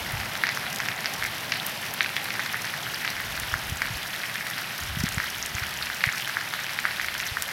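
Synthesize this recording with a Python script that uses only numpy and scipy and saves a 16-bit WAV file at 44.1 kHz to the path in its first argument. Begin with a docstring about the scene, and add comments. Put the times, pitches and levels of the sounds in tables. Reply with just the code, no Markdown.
"""Light rain on a wet paved street

Fat drips smack down close by as short tone bursts, and the house fronts echo them. Smaller drops patter,
plip and tick: showers of such bursts over shaped noise. Filtered noise also makes the dull far rain and the
faint hum of the town. The hand bumps the camera as it turns: low bursts over a swelling rumble."""
import sys
import numpy as np
from scipy import signal
from scipy.fft import rfft, irfft, next_fast_len
from scipy.io import wavfile
from scipy.ndimage import map_coordinates

SR = 44100
rng = np.random.default_rng(int(sys.argv[2]) if len(sys.argv) > 2 else 0)


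def transcribe(signal):
    """Save signal, clipped to [-1, 1], as a 16-bit WAV file at the path in sys.argv[1]."""
    frames = np.atleast_2d(signal).T
    limited = np.clip(frames, -1, 1)
    pcm = np.round(limited * 32767).astype(np.int16)
    wavfile.write(sys.argv[1], SR, pcm)


N = 331632  # length in samples


def amp(db):
    """Level: amplitude gain is ten to the power of decibels over twenty."""
    return 10 ** (np.asarray(db) / 20)


def unit(x):
    """Normalization: x scaled to an rms of 1."""
    return x / np.sqrt(np.mean(x ** 2) + 1e-20)


def curves(rows):
    """Linear interpolation: one value per sample for each column after the time."""
    s, *columns = np.transpose(rows)
    now = np.arange(N) / SR
    return [np.interp(now, s, column) for column in columns]


def wobble(rate):
    """Slow random modulation: a smooth curve through random knots, rate of them a second."""
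    knots = rng.standard_normal(int(N * rate / SR) + 4)
    return map_coordinates(knots, [np.arange(N) * rate / SR])


def coloured(x, points):
    """Minimum-phase filtering: folding the cepstrum makes the gain of the (Hz, dB) points causal."""
    size = 2 * next_fast_len(len(x) // 2 + 4096)
    hz, db = np.transpose(points)
    bins_hz = np.fft.rfftfreq(size, 1 / SR)
    gain = amp(np.interp(np.log(bins_hz + 1), np.log(hz), db))
    cepstrum = irfft(np.log(gain))[:size // 2]
    cepstrum[1:] *= 2
    response = np.exp(rfft(cepstrum, size))
    return irfft(rfft(x, size) * response)[:len(x)]


def noise(points):
    """Spectral shaping: white noise filtered to a given spectrum, rms 1."""
    return unit(coloured(rng.standard_normal(N), points))


def add(track, s, sound):
    """Superposition: the sound is summed into the track from time s."""
    part = track[max(round(s * SR), 0):][:len(sound)]
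    part += sound[:len(part)]


def smack(t, hz, cycles, phase):
    """Damped impulse: a tone burst whose envelope swells fast, peaks at t = 0 and dies more slowly."""
    width = cycles / hz * np.where(t < 0, .68, .95)
    envelope = np.exp(-(t / width) ** 2)
    return envelope * np.cos(2 * np.pi * hz * t + phase)


def scattered(rate, db, spread_db, hz, octaves):
    """Random arrivals: rows (s, dB, Hz) at rate a second, spread evenly either side of db and hz."""
    when, size, pitch = rng.random((round(rate * N / SR), 3)).T
    level_db = db + spread_db * (2 * size - 1)
    pitch_hz = hz * 2 ** (octaves * (2 * pitch - 1))
    return np.transpose([when * N / SR, level_db, pitch_hz])


# Reflections from the house fronts, before colouring and random variation
# columns: delay_s, level_db
WALL_ECHOES = [(.0025, -14.5), (.009, -21), (.014, -14.5), (0.031, -15.5), (.038, -15.5), (.052, -14.5),
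               (.059, -20)]
# Spectral gain of the street's echo; columns: frequency_hz, gain_db
WALL_COLOUR = [(200, -17), (1000, -8.5), (1500, 0), (2000, 2), (2800, 2), (4500, 3.5), (7000, -9),
               (15000, -4)]


def street_echo(wall_db, smear_s, tail_db, t60):
    """Reflection and reverberation: each wall returns a sharp copy and scatter over a decaying diffuse tail."""
    t = np.arange(SR // 3) / SR
    answer = rng.standard_normal(len(t)) * amp(-60 * t / t60)
    answer *= amp(tail_db) / np.linalg.norm(answer)
    for delay, db in WALL_ECHOES:
        patch = rng.standard_normal(len(t)) * np.exp(-t / smear_s)
        patch *= .6 / np.linalg.norm(patch)
        patch[0] += .8  # the sharp copy
        # every drop lands somewhere else, so its echoes differ in delay and strength
        echo_s = delay * rng.uniform(.94, 1.06)
        echo_db = db + wall_db + rng.normal(0, 2)
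        add(answer, echo_s, amp(echo_db) * patch)
    return coloured(answer, WALL_COLOUR)


def shower(rate, hz, spread, cycles, range_db):
    """Spherical spreading: random drops, even over the ground, weaken as 1 / distance; rms 1."""
    chance = rng.random((int(rate * N / SR), 5))
    when, area, phase = chance[:, :1], chance[:, 1:2], 2 * np.pi * chance[:, 2:3]
    pitch = hz * np.exp(spread * (chance[:, 3:4] - chance[:, 4:]))
    # area grows as distance squared; the nearest drop is about range_db above the farthest
    size = 1 / np.sqrt(area + amp(-range_db) ** 2)
    reach = int(np.pi * SR * cycles / hz)
    k = np.arange(-reach, reach)
    drops = size * smack(k / SR, pitch, cycles, phase)
    places = (when * N).astype(int) + k
    return unit(np.bincount(places.ravel() % N, drops.ravel(), N))


# Spectrum of the town's hum; columns: frequency_hz, relative_level_db (per Hz)
TOWN_SPECTRUM = [(30, -27), (70, -15), (115, -0.5), (160, -2.5), (230, -5), (310, -11.5), (500, -17.5),
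                 (1200, -53)]


def town_hum():
    """Many unresolved sources: the distant town merges into low-frequency noise, rms 1."""
    return noise(TOWN_SPECTRUM)


# Spectrum of the rain down the street; columns: frequency_hz, relative_level_db (per Hz)
FAR_RAIN_SPECTRUM = [(150, -36), (330, -5), (480, -5.5), (620, 0), (780, 2), (1050, -2), (1600, -9.5),
                     (4000, -40.5)]


def far_rain():
    """Random superposition: dull drumming on roofs and trees, low bursts over shaped noise."""
    drumming = shower(rate=200, hz=894, spread=0.37, cycles=1.15, range_db=9.0)
    return amp(-0.5) * noise(FAR_RAIN_SPECTRUM) + amp(-10.5) * drumming


# Spectrum of the mist's hiss; columns: frequency_hz, relative_level_db
SPRAY_SPECTRUM = [(700, -25), (2000, -15), (3500, -3.5), (5600, 7.5), (7200, -1.5), (8800, -5.5),
                  (11000, -1.5), (14000, -1.5), (16000, -10.5)]


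def spray(rate, life_s, range_db):
    """Exponential energy decay: drops burst into mist, puffs of hiss whose power fades over life_s; rms 1."""
    when, area = rng.random((int(rate * N / SR), 2)).T
    power = np.bincount((when * N).astype(int), 1 / (area + amp(-range_db) ** 2), N)
    t = np.arange(SR // 20) / SR
    puffs = signal.fftconvolve(power, np.exp(-t / life_s))[:N]
    hiss = np.sqrt(abs(puffs)) * rng.standard_normal(N)
    return unit(coloured(hiss, SPRAY_SPECTRUM))


# Spectrum of the wash of the wet street; columns: frequency_hz, relative_level_db (per Hz)
WET_STREET_SPECTRUM = [(300, -34), (900, -8.5), (1350, -2.5), (1850, 0), (2300, -1.5), (2900, -4),
                       (4000, -7.5), (5500, -9), (7000, -17), (8700, -17.5), (10500, -15.5), (13300, -15),
                       (15800, -26.5)]
# Spectral gain on the crisp splats; columns: frequency_hz, gain_db
SPLAT_COLOUR = [(1500, -13.5), (3000, 4), (5600, -3), (7000, 12), (12000, 0)]


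def patter():
    """Random superposition: plops on wet paving, crisp ticks on leaves, mist, and the wash they merge into."""
    plops = shower(rate=140, hz=1900, spread=.35, cycles=1.5, range_db=14)
    echo = street_echo(wall_db=-7.0, smear_s=.002, tail_db=-5.5, t60=0.36)
    plops = unit(plops + signal.fftconvolve(plops, echo)[:N])
    splats = shower(rate=380, hz=3600, spread=.55, cycles=2, range_db=17)
    splats = unit(coloured(splats, SPLAT_COLOUR))
    specks = shower(rate=600, hz=12000, spread=.28, cycles=1.4, range_db=19)
    mist = spray(rate=110, life_s=0.0013, range_db=18.5)
    flurry = amp(.9 * wobble(28))  # drops come in flurries
    wash = amp(.7 * wobble(30)) * noise(WET_STREET_SPECTRUM)
    drops = amp(-6.5) * plops + amp(-9.0) * splats + amp(-16.5) * specks
    return flurry * drops + amp(-11) * mist + amp(-3.0) * wash


# Bumps of the hand on the camera body; columns: peak_s (of the envelope), level_db (of the thump)
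BUMPS = [(0.139, -23.5), (0.157, -28), (3.533, -29), (3.557, -27), (3.725, -22.5), (3.912, -25),
         (3.958, -32), (4.973, -20), (4.999, -23), (5.013, -23), (5.041, -14.5), (5.177, -20),
         (5.553, -26.5), (5.624, -26), (6.074, -22.5), (7.321, -29)]
# Shifts of the hand's grip, before the random unevenness
# columns: start_s (of full level), length_s (at full level), level_db (of the rumble)
GRIP_SHIFTS = [(0.0, 0.24, -47), (1.2, 0.17, -55), (3.15, 0.24, -49), (3.38, 0.53, -47.5),
               (4.83, .35, -42.5), (5.35, 0.47, -52), (6.85, 0.58, -57)]
GRIP_ATTACK_S, GRIP_RELEASE_S = .04, 0.074
GRIP_REST_DB = -66  # rumble of the hand held still, before the unevenness
BUMP_HZ, BUMP_AT_DB, BUMP_OCTAVES_PER_DB = 107.4, -23.5, 0.07  # harder bumps are higher in pitch
BUMP_CYCLES = 0.68
KNOCK_HZ, KNOCK_DB = 294, -12.5  # the hardest bump also knocks the case; softer ones hardly do


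def handling():
    """Structure-borne sound: the shifting grip rumbles unevenly, and bumps thump and knock the camera body."""
    now = np.arange(N) / SR
    grip = amp(GRIP_REST_DB)
    for s, length, db in GRIP_SHIFTS:
        attack = np.clip((now - s) / GRIP_ATTACK_S + 1, 0, 1)
        release = np.exp(-np.maximum(now - s - length, 0) / GRIP_RELEASE_S)
        grip = grip + amp(db) * attack * release
    unevenness = amp(3.0 * wobble(14))
    rumble = noise([(12, -46), (35, -8), (70, 1.5), (130, -5.5), (250, -18.5), (700, -59)])
    track = grip * unevenness * rumble
    t = np.arange(SR // 12) / SR - .02
    hardest_db = max(db for s, db in BUMPS)
    for s, db in BUMPS:
        hz = BUMP_HZ * 2 ** (BUMP_OCTAVES_PER_DB * (db - BUMP_AT_DB))
        thump = smack(t, hz, BUMP_CYCLES, np.pi * rng.uniform(.4, .8))
        knock_gain = amp(KNOCK_DB + db - hardest_db)
        knock = knock_gain * smack(t + .004, KNOCK_HZ, BUMP_CYCLES, np.pi / 2)
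        add(track, s + t[0], amp(db) * (thump + knock))
    return track


# Sharpest ticks of small drops on hard things nearby
# columns: start_s, level_db (before a 3 dB lift), pitch_hz
SHARP_TICKS = [(0.1191, -18, 12300), (0.7597, -16.5, 6370), (1.261, -23, 6610), (1.665, -10.5, 13900),
               (1.938, -12.5, 13500), (2.242, -15.5, 11900), (3.398, -16, 6160), (3.697, -19, 6200),
               (5.088, -16, 6010), (5.46, -15.5, 6000), (7.422, -11, 5800)]


def ticks():
    """Impact excitation: small drops snap on hard surfaces and throw a short fizz of spray."""
    track = np.zeros(N)
    t = np.arange(SR // 30) / SR - .0012
    lesser = scattered(rate=1.8, db=-22, spread_db=0.5, hz=10500, octaves=1)
    for s, db, hz in [*SHARP_TICKS, *lesser]:
        snap = smack(t, hz, 0.53, rng.uniform(0, 2 * np.pi))
        burst = amp(-9) * np.exp(-abs(t) / .0006)
        trail = amp(-18) * (t > 0) * np.exp(-abs(t) / .005)
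        hiss = (burst + trail) * rng.standard_normal(len(t))
        fizz = coloured(hiss, [(hz / 4, -20), (hz, 0), (hz * 2, -3)])
        add(track, s, amp(db + 3) * (snap + fizz))
    return track


# Fattest drips close by
# columns: start_s, level_db (before a 1 dB cut), pitch_hz, splash_db (against the smack, before an 8 dB lift)
FAT_DRIPS = [(0.3527, -14.5, 1660, -11), (0.4364, -3, 1790, -20), (0.4679, -10, 1970, -13),
             (0.4897, -11, 1920, -10), (0.5725, -13.5, 1430, -12), (0.8013, -10, 1780, -15),
             (0.8854, -9, 1970, -15), (1.057, -11, 1950, -8), (1.2244, -11, 1760, -27),
             (1.2497, -11.5, 1930, -22), (1.5196, -9, 2400, -8), (1.5222, -9.5, 2000, -14),
             (2.0065, -2.5, 1970, -14), (2.165, -9, 2030, -19), (2.3042, -13, 2100, -13),
             (2.3938, -10, 1620, -17), (2.5431, -11.5, 1700, -32), (2.7385, -13.5, 1730, -19),
             (3.0471, -11.5, 1960, -20), (3.0762, -10.5, 2060, -11), (3.5396, -7.5, 1490, -24),
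             (3.8184, -6.5, 1810, -19), (4.2383, -14, 1990, -27), (4.356, -14, 1920, -19),
             (4.4085, -15, 1680, -25), (5.1813, -11, 1820, -17), (5.2003, -10, 1700, -20),
             (5.582, -13, 1980, -20), (5.9, -13, 1700, -29), (6.0388, -1.5, 1920, -20),
             (6.089, -8.5, 1920, -30), (6.2747, -15, 1690, -12), (6.369, -8.5, 1620, -30),
             (6.5368, -14, 1550, -9), (6.5911, -14.5, 1800, -19), (6.788, -8.5, 1930, -16),
             (6.8522, -4.5, 1640, -25), (6.909, -14, 2060, -13), (6.997, -11, 1780, -30),
             (7.0444, -13, 1830, -20), (7.0836, -10.5, 1950, -19), (7.2003, -12.5, 2110, -13),
             (7.3696, -10.5, 1540, -33)]
LESSER_SPLASH_DB = -13  # splash_db of the lesser drips
# a drip on bare paving splashes and stops short; one in a puddle splashes less and rings longer
PAVING_CYCLES, CYCLES_PER_DB = .82, .016
SPLASH_HZ, SPLASH_OCTAVES = 4580, 0.33  # middling splash pitch, and about how far it varies either way
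NEAREST_DB, ECHO_DB, WETTER_DB_PER_DB = -2, -2, .03  # a weaker drip lands farther off and keeps more echo


def drips():
    """Impact and reflection: a fat drip gives a low smack and a brief bright splash, echoed by the street."""
    track = np.zeros(N)
    t = np.arange(SR // 100) / SR - .002
    random_drips = scattered(rate=5, db=-16.5, spread_db=1.3, hz=1970, octaves=.22)
    lesser = [(*drip, LESSER_SPLASH_DB) for drip in random_drips]
    for s, db, hz, splash_db in [*FAT_DRIPS, *lesser]:
        phase, splash_phase = rng.uniform(0, 2 * np.pi, 2)
        # the pitch climbs through the smack as the drop flattens into a film
        climb = .35 * (t * hz) ** 2 * np.exp(-(t * hz / 3) ** 2)
        cycles = PAVING_CYCLES - CYCLES_PER_DB * splash_db
        low_smack = smack(t, hz, cycles, phase + climb)
        splash_hz = SPLASH_HZ * 2 ** (SPLASH_OCTAVES * rng.uniform(-1.04, 1))
        splash = smack(t - .0003, splash_hz, 1.35, splash_phase)
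        drop = low_smack + amp(splash_db + 8.0) * splash
        street = street_echo(wall_db=0.0, smear_s=0.0028, tail_db=-8.5, t60=0.18)
        echo = signal.fftconvolve(drop, street)
        echo_db = db + ECHO_DB + WETTER_DB_PER_DB * (NEAREST_DB - db)
        add(track, s - .0008, amp(db - 1) * drop)
        add(track, s, amp(echo_db) * echo)
    return track


# Clearest plips of small drops on wet things nearby
# columns: peak_s (of the envelope), level_db (before a 1 dB cut), pitch_hz
CLEAR_PLIPS = [(1.058, -16, 5340), (1.6, -16.5, 3700), (2.166, -11, 3460), (2.945, -17, 5050),
               (5.427, -11.5, 6030), (5.552, -16, 6500), (6.126, -18.5, 6600), (7.267, -15, 5960)]


def plips():
    """Damped resonance: a small drop rings for a few cycles, and the walls give a little of it back."""
    track = np.zeros(N)
    t = np.arange(SR // 100) / SR - .001
    lesser = scattered(rate=1, db=-21.5, spread_db=7, hz=5200, octaves=0.54)
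    for s, db, hz in [*CLEAR_PLIPS, *lesser]:
        ring = amp(db - 1) * smack(t, hz, 2.06, rng.uniform(0, 2 * np.pi))
        street = street_echo(wall_db=-13, smear_s=.002, tail_db=-5.0, t60=0.061)
        add(track, s + t[0], ring)
        add(track, s + t[0], signal.fftconvolve(ring, street))
    return track


# Levels of the far sounds, which fade as the camera turns away
# columns: time_s, town_hum_db, far_rain_db
DISTANT_LEVELS = [(0.0, -44, -40.5), (2.2, -45.5, -42), (4.4, -47.5, -45), (7.52, -50, -45.3)]
NEAR_RAIN_DB = -33.5  # gain of the patter, steady throughout


def scene():
    """Superposition: rain near and far, the hum of the town and the handling sum linearly."""
    town_db, far_db = curves(DISTANT_LEVELS)
    rain = amp(NEAR_RAIN_DB) * patter() + amp(far_db) * far_rain()
    rain = rain + drips() + plips() + ticks()
    return (rain + amp(town_db) * town_hum() + handling())[None]


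TOP_HZ = 15950


def record(dry):
    """Band limitation: the camera keeps nothing from TOP_HZ up."""
    size = next_fast_len(N + SR // 2)
    passed = np.fft.rfftfreq(size, 1 / SR) < TOP_HZ
    return irfft(rfft(dry, size) * passed, size)[:, :N]


dry = scene()
out = record(dry)
transcribe(out)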